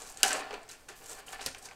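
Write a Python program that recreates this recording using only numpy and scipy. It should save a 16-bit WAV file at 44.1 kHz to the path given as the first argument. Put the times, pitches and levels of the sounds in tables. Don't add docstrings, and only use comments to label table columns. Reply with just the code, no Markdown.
import sys
import numpy as np
from scipy import signal
from scipy.fft import rfft, irfft, next_fast_len
from scipy.io import wavfile
from scipy.ndimage import map_coordinates

SR = 44100
rng = np.random.default_rng(int(sys.argv[2]) if len(sys.argv) > 2 else 0)


def ratio_of_db(decibels):
    return 10 ** (np.asarray(decibels, float) / 20)


def store_wav(level_fs):
    pcm = np.round(np.clip(np.atleast_2d(level_fs), -1, 1) * 32767)
    wavfile.write(sys.argv[1], SR, pcm.T.astype(np.int16))


N = 77175


def unit(x):
    return x / np.sqrt(np.mean(x ** 2) + 1e-20)


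def along(points, hz):
    point_hz, value = np.transpose(points)
    return np.interp(np.log(hz + 1), np.log(point_hz + 1), value)


def filtered(x, response):
    size = next_fast_len(len(x) + 8192)
    spectrum = rfft(x, size) * response(np.fft.rfftfreq(size, 1 / SR))
    return irfft(spectrum, size)[:len(x)]


def resonances(peaks):
    def response(f):
        total = 0
        for k, (hz, width_hz, level_db) in enumerate(peaks):
            ring = 1j * f * width_hz / (hz * hz - f * f + 1j * f * width_hz)
            total = total + (-1) ** k * ratio_of_db(level_db) * ring
        return total
    return response


def grit(depth_db, rate_hz):
    knots = rng.standard_normal(N)
    stutter_db = depth_db * map_coordinates(knots, [np.arange(N) * rate_hz / SR])
    return unit(ratio_of_db(stutter_db) * rng.standard_normal(N))


def stroke(start_s, rise_s, level_db, fade_s):
    t = np.arange(N) / SR - start_s
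    rise = np.sin(np.pi / 2 * np.clip(t / rise_s, 0, 1)) ** 2
    return ratio_of_db(level_db - 60 * np.clip(t - rise_s, 0, None) / fade_s) * rise


# pitch_hz [Hz], width_hz [Hz], level_db [dB]
TAB_RINGS = [(1550, 180, -9), (2700, 490, 2), (4950, 640, 1), (6100, 720, 1), (7370, 640, 3),
             (8670, 830, 0), (10100, 700, -0.5), (11700, 1100, -2), (14800, 1300, -6)]


def snap():
    start_s, level_db, box_db = .2316, 1.6, -27
    t = np.arange(N) / SR - start_s
    crackle = .06 * ratio_of_db(-60 * np.abs(t) / .014)
    tail = ratio_of_db(-32 - 60 * np.abs(t) / .06)
    drive = (t > 0) * rng.standard_normal(N) * (crackle + tail)
    drive[round(start_s * SR)] = -1
    crack = filtered(drive, resonances(TAB_RINGS))
    knock = box_ring(drive)
    return ratio_of_db(level_db) * (crack / np.abs(crack).max() + ratio_of_db(box_db) * knock / np.abs(knock).max())


# pitch_hz [Hz], width_hz [Hz], level_db [dB]
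BOX_LOW_RINGS = [(293.6, 61, -9.5), (390, 53, -6), (445, 70, -2.5), (620, 70, -3.5), (775, 58.6, 1),
                 (901, 32, -2), (1080, 202, -6)]
# pitch_hz [Hz], width_hz [Hz], level_db [dB]
BOX_HIGH_RINGS = [(1405, 66, -1), (1552, 27, 0), (1720, 160, -3), (2410, 320, -3.5), (2796, 594, -7),
                  (4660, 690, -12.5)]


def box_ring(blow):
    return filtered(blow, resonances(BOX_LOW_RINGS + BOX_HIGH_RINGS))


# start_s [s], rise_s [s], level_db [dB], fade_s [s to drop 60 dB], brightness_db [dB]
TUMBLES_IN_BOX = [(-.02, 0.037, -52, 1, -2.5), (0.102, 0.15, -54, 0.84, 2.5),
                  (0.231, 0.0066, -35.5, 0.079, 10.5), (0.241, 0.015, -37, 0.93, -0.5),
                  (0.299, 0.012, -38, 0.3, 5.5), (.325, 0.029, -38, 0.27, -4),
                  (.375, 0.029, -39.5, 0.2, -25), (0.431, 0.04, -52, 0.29, -26),
                  (0.5063, 0.0017, -43.5, 0.43, -6), (0.527, 0.0035, -48, 0.11, -5),
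                  (0.539, 0.0017, -44, 0.11, -2), (0.559, 0.0057, -50, 0.28, -13),
                  (0.687, 0.013, -59.5, 0.46, 6.5), (0.881, 0.0093, -52.5, 0.5, 1),
                  (1.0, 0.019, -56.5, 1, -2.5), (1.087, 0.009, -51.5, 1, -2.5),
                  (1.15, 0.05, -60, 0.15, 6.5), (1.259, 0.027, -54, 1, 0.5),
                  (1.329, 0.0029, -47.5, 0.23, 2), (1.383, 0.017, -46, 0.18, -2),
                  (1.409, 0.0044, -49.5, 0.49, 1), (1.461, 0.0017, -47, 0.13, 9.5),
                  (1.544, 0.0025, -54, 0.36, 0.5), (1.61, 0.056, -56, 0.73, -2.5),
                  (1.711, 0.0023, -52, 0.098, 0)]


def pieces():
    low = unit(filtered(grit(2, 300), resonances(BOX_LOW_RINGS)))
    high = unit(filtered(grit(2, 500), resonances(BOX_HIGH_RINGS)))
    power = np.array([stroke(*tumble[:4]) ** 2 for tumble in TUMBLES_IN_BOX])
    brightness = ratio_of_db(2 * np.array(TUMBLES_IN_BOX)[:, -1])
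    return low * np.sqrt(power.sum(0)) + high * np.sqrt(brightness @ power)


# start_s [s], rise_s [s], level_db [dB], fade_s [s to drop 60 dB], pitch_hz [Hz]
NARROW_HUMS = [(.245, 0.0079, -37, 0.37, 782), (0.311, 0.032, -39, 0.23, 620), (0.526, 0.01, -41, 0.055, 450),
               (.61, 0.017, -53, 0.083, 700), (0.887, 0.017, -56, 0.17, 390), (0.99, 0.025, -60, 0.25, 445),
               (1.09, 0.03, -51.5, 0.14, 459), (1.328, 0.0067, -56, 0.15, 775), (1.385, 0.01, -50, 0.17, 796),
               (1.405, .008, -53, 0.11, 1405), (1.61, .01, -55.5, 0.058, 765), (1.645, 0.0051, -60, .09, 440),
               (1.685, 0.01, -55.5, .2, 776), (.34, 0.023, -46, .15, 533), (0, .02, -58, 0.17, 450),
               (1.652, .006, -54, .12, 4850), (1.085, .025, -51, .15, 8000), (1.578, .008, -52, .05, 8700),
               (1.328, .004, -50, .1, 1180), (1.33, .006, -51, .1, 1750), (.695, .004, -56, .05, 4000)]


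def walls():
    rub, out = grit(2, 200), np.zeros(N)
    for start_s, rise_s, level_db, fade_s, pitch_hz in NARROW_HUMS:
        width_hz = 64 * max(1, pitch_hz / 900)
        wall = resonances([(pitch_hz, width_hz, 0)])
        hum = unit(filtered(rub, lambda f: wall(f) ** 2))
        out += stroke(start_s, rise_s, level_db, fade_s) * hum
    return out


# start_s [s], rise_s [s], level_db [dB], fade_s [s to drop 60 dB], pitch_hz [Hz]
WALL_KNOCKS = [
    (.529, .004, -38, .06, 470),
    (.5405, .003, -37, .08, 445),
    (1.329, .004, -45, .12, 778),
    (1.395, .006, -46, .1, 800),
    (1.461, .002, -42, .04, 1700),
    (.255, .004, -32, .08, 760),
    (.2335, .003, -26, .06, 1540),
]


def knocks():
    t, out = np.arange(N) / SR, np.zeros(N)
    for start_s, rise_s, level_db, fade_s, pitch_hz in WALL_KNOCKS:
        note = np.sin(2 * np.pi * pitch_hz * (t - start_s))
        out += stroke(start_s, rise_s, level_db, fade_s) * note
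    return out


# start_s [s], rise_s [s], level_db [dB], fade_s [s to drop 60 dB], sheen_hz [Hz]
FINGER_RUBS = [(-.02, 0.027, -48, 0.78, 7000), (.04, 0.062, -55, 0.3, 7000), (.175, 0.01, -54, 1, 7240),
               (0.232, 0.0053, -32, 0.31, 5800), (.25, 0.032, -37, 0.25, 7000),
               (.32, 0.051, -47.5, 0.16, 5630), (0.371, 0.03, -48.5, 0.042, 6200),
               (.51, 0.039, -61.5, .12, 7760), (0.686, 0.0072, -47, 0.13, 7850),
               (0.704, 0.011, -47.5, 0.19, 6550), (.77, 0.041, -63.5, 0.47, 10100),
               (.884, 0.005, -49.5, 0.22, 6550), (0.952, .012, -53.5, 0.83, 11300),
               (1.0, 0.085, -51, 0.18, 6870), (1.079, 0.045, -45.5, 0.2, 7600),
               (1.149, 0.046, -50.5, 0.07, 8200), (1.261, 0.0072, -50, 0.67, 8100),
               (1.315, 0.016, -46, 0.05, 8100), (1.404, 0.013, -47, 0.65, 5850),
               (1.4608, 0.001, -31.5, 0.025, 11300), (1.46, 0.0015, -40.5, 0.15, 4900),
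               (1.48, 0.028, -78, 0.17, 5000), (1.578, 0.0095, -49, 0.038, 9100),
               (1.61, 0.022, -52, 0.37, 7000), (1.645, 0.012, -49.5, 0.12, 5600)]
# pitch_hz [Hz], level_db [dB]
CARD_COLOUR = [(1500, -17), (3000, -8.5), (5000, -4.5), (9000, -2.5), (10500, 0.5), (15000, -11),
               (20000, -46)]


def fingers():
    slips, out = grit(2.5, 400), np.zeros(N)
    card_hz, sheen_width_hz, sheen_db = 7000, 2700, -7.5
    for start_s, rise_s, level_db, fade_s, sheen_hz in FINGER_RUBS:
        def colour(f):
            card = ratio_of_db(along(CARD_COLOUR, f * np.sqrt(card_hz / sheen_hz)))
            return card + ratio_of_db(sheen_db) / (1 + (2 * (f - sheen_hz) / sheen_width_hz) ** 4)
        out += stroke(start_s, rise_s, level_db, fade_s) * unit(filtered(slips, colour))
    return out


# start_s [s], peak_db [dB], pitch_hz [Hz]
EDGE_TICKS = [(0.0196, -30.5, 7300), (0.1016, -32.5, 11000), (0.124, -37, 8700), (0.1726, -29.5, 7370),
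              (.2805, -19, 7200), (0.3072, -26, 5200), (0.31, -25.5, 1920), (0.3298, -14.5, 7600),
              (0.5092, -37.5, 2700), (0.5289, -40, 2280), (.5305, -46, 5200), (0.5413, -34.5, 2670),
              (0.5594, -46, 3500), (0.6174, -51, 7000), (.631, -45.5, 8100), (0.6796, -47, 6370),
              (0.696, -41.5, 5460), (0.889, -41, 1590), (1.0967, -31, 7500), (1.2682, -46, 9200),
              (1.282, -37.5, 2900), (1.329, -37, 1460), (1.332, -41, 2210), (1.347, -38, 10800),
              (1.394, -39, 2270), (1.4093, -33.5, 3370), (1.4615, -22.5, 5500), (1.4616, -18, 10700),
              (1.5475, -36.5, 2940), (1.5477, -36.5, 5760), (1.6545, -38, 4850), (1.658, -43, 6100),
              (1.687, -39, 2330), (1.688, -44, 6500), (1.712, -41, 2470)]


def ticks():
    out, t = np.zeros(N), np.arange(1024) / SR
    fade = ratio_of_db(-60 * t / 0.0067) + ratio_of_db(-14.5 - 60 * t / 0.07)
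    for start_s, peak_db, pitch_hz in EDGE_TICKS:
        own = resonances([(pitch_hz, pitch_hz / 3, 0)])
        broad = resonances([(np.sqrt(4000 * pitch_hz), 5000, 0)])
        puff = rng.standard_normal(len(t)) * fade
        ring = filtered(puff, lambda f: own(f) ** 2 + ratio_of_db(-10.5) * broad(f) ** 3)
        out[round(start_s * SR):][:len(t)] += ratio_of_db(peak_db) * ring / np.abs(ring).max()
    return out


# start_s [s],
# peak_db [dB], pitch_hz [Hz], box_ring_db [dB]
CARD_TAPS = [(.2316, -18, 12500, -32), (.3087, -24.5, 3500, -6.5), (0.3191, -28.5, 2500, -3),
             (0.3303, -21.5, 5970, -14), (.408, -33, 3520, -11), (0.5083, -36.5, 3480, -5.5),
             (0.5297, -38, 3000, -1), (0.5404, -34.5, 5000, -2), (0.6903, -46, 5000, -12),
             (.696, -43, 4000, -10), (.8855, -44, 4500, 0), (1.3277, -40, 2500, -2),
             (1.5475, -33, 5500, -6), (1.7119, -44, 2500, -1)]


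def taps():
    out, t = np.zeros(N), np.arange(4096) / SR
    for start_s, peak_db, pitch_hz, box_db in CARD_TAPS:
        chatter = 0.37 * rng.standard_normal(len(t)) * ratio_of_db(-60 * t / 0.0036)
        blow = chatter - (t == 0)
        card = resonances([(pitch_hz, 1.3 * pitch_hz, 0)])
        click = filtered(blow, lambda f: card(f) ** 2)
        ring = box_ring(blow)
        tap = ratio_of_db(peak_db) * (click / np.abs(click).max() + ratio_of_db(box_db) * ring / np.abs(ring).max())
        first = round(start_s * SR)
        out[first:first + len(t)] += tap[:N - first]
    return out


# pitch_hz [Hz], level_db [dB], fade_s [s to drop 60 dB]
PALM_NOTES = [(70, -50, 0.17), (132, -50, 0.27), (172, -51, 0.17), (261, -48, 0.29), (462, -45.5, 0.092),
              (536.5, -43, 0.14)]


def thump():
    start_s, rise_s = 1.46, 0.0021
    t, out = np.arange(N) / SR - start_s, np.zeros(N)
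    for pitch_hz, level_db, fade_s in PALM_NOTES:
        out += stroke(start_s, rise_s, level_db, fade_s) * np.sin(2 * np.pi * pitch_hz * t)
    return out


# pitch_hz [Hz], fade_s [s to drop 60 dB]
ROOM_FADES = [(200, 0.51), (2000, 0.39), (10000, 0.16)]


def room(x):
    hz, t, z = signal.stft(rng.standard_normal(SR // 2), SR, nperseg=256)
    fade = ratio_of_db(-60 * t / along(ROOM_FADES, hz)[:, None])
    tail = signal.istft(z * fade, SR, nperseg=256)[1]
    late = np.pad(x, (150, 0))
    return signal.fftconvolve(late, tail / np.linalg.norm(tail))[:N]


# pitch_hz [Hz], level_db [dB per Hz]
AIR_COLOUR = [(15, -8.5), (25, -2.5), (36, -20.5), (150, -25.5), (500, -24.5), (3000, -39), (8500, -37),
              (16000, -39)]
# pitch_hz [Hz], level_db [dB]
HUM_NOTES = [(62, -72.5), (122, -73.5)]


def air():
    t = np.arange(N) / SR
    hiss = unit(filtered(rng.standard_normal(N), lambda f: ratio_of_db(along(AIR_COLOUR, f))))
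    hum = sum(ratio_of_db(level_db) * np.sin(2 * np.pi * pitch_hz * t) for pitch_hz, level_db in HUM_NOTES)
    return ratio_of_db(-58) * hiss + hum


def scene():
    box = snap() + pieces() + walls() + knocks() + thump()
    hands = fingers() + ticks() + taps()
    near = box + hands
    return (near + ratio_of_db(-14.5) * room(near) + air())[None]


def roll_off(x):
    return signal.sosfilt(signal.butter(12, 16410, fs=SR, output="sos"), x)


def record(dry):
    def step(f, hz, width_hz):
        return (1 + np.tanh((f - hz) / width_hz)) / 2

    def capsule(f):
        return ratio_of_db(-7.5 * step(f, 9300, 550) - 30 * step(f, 16000, 250))

    heard = filtered(dry[0], capsule)
    return roll_off(heard[None])


dry = scene()
out = record(dry)
store_wav(out)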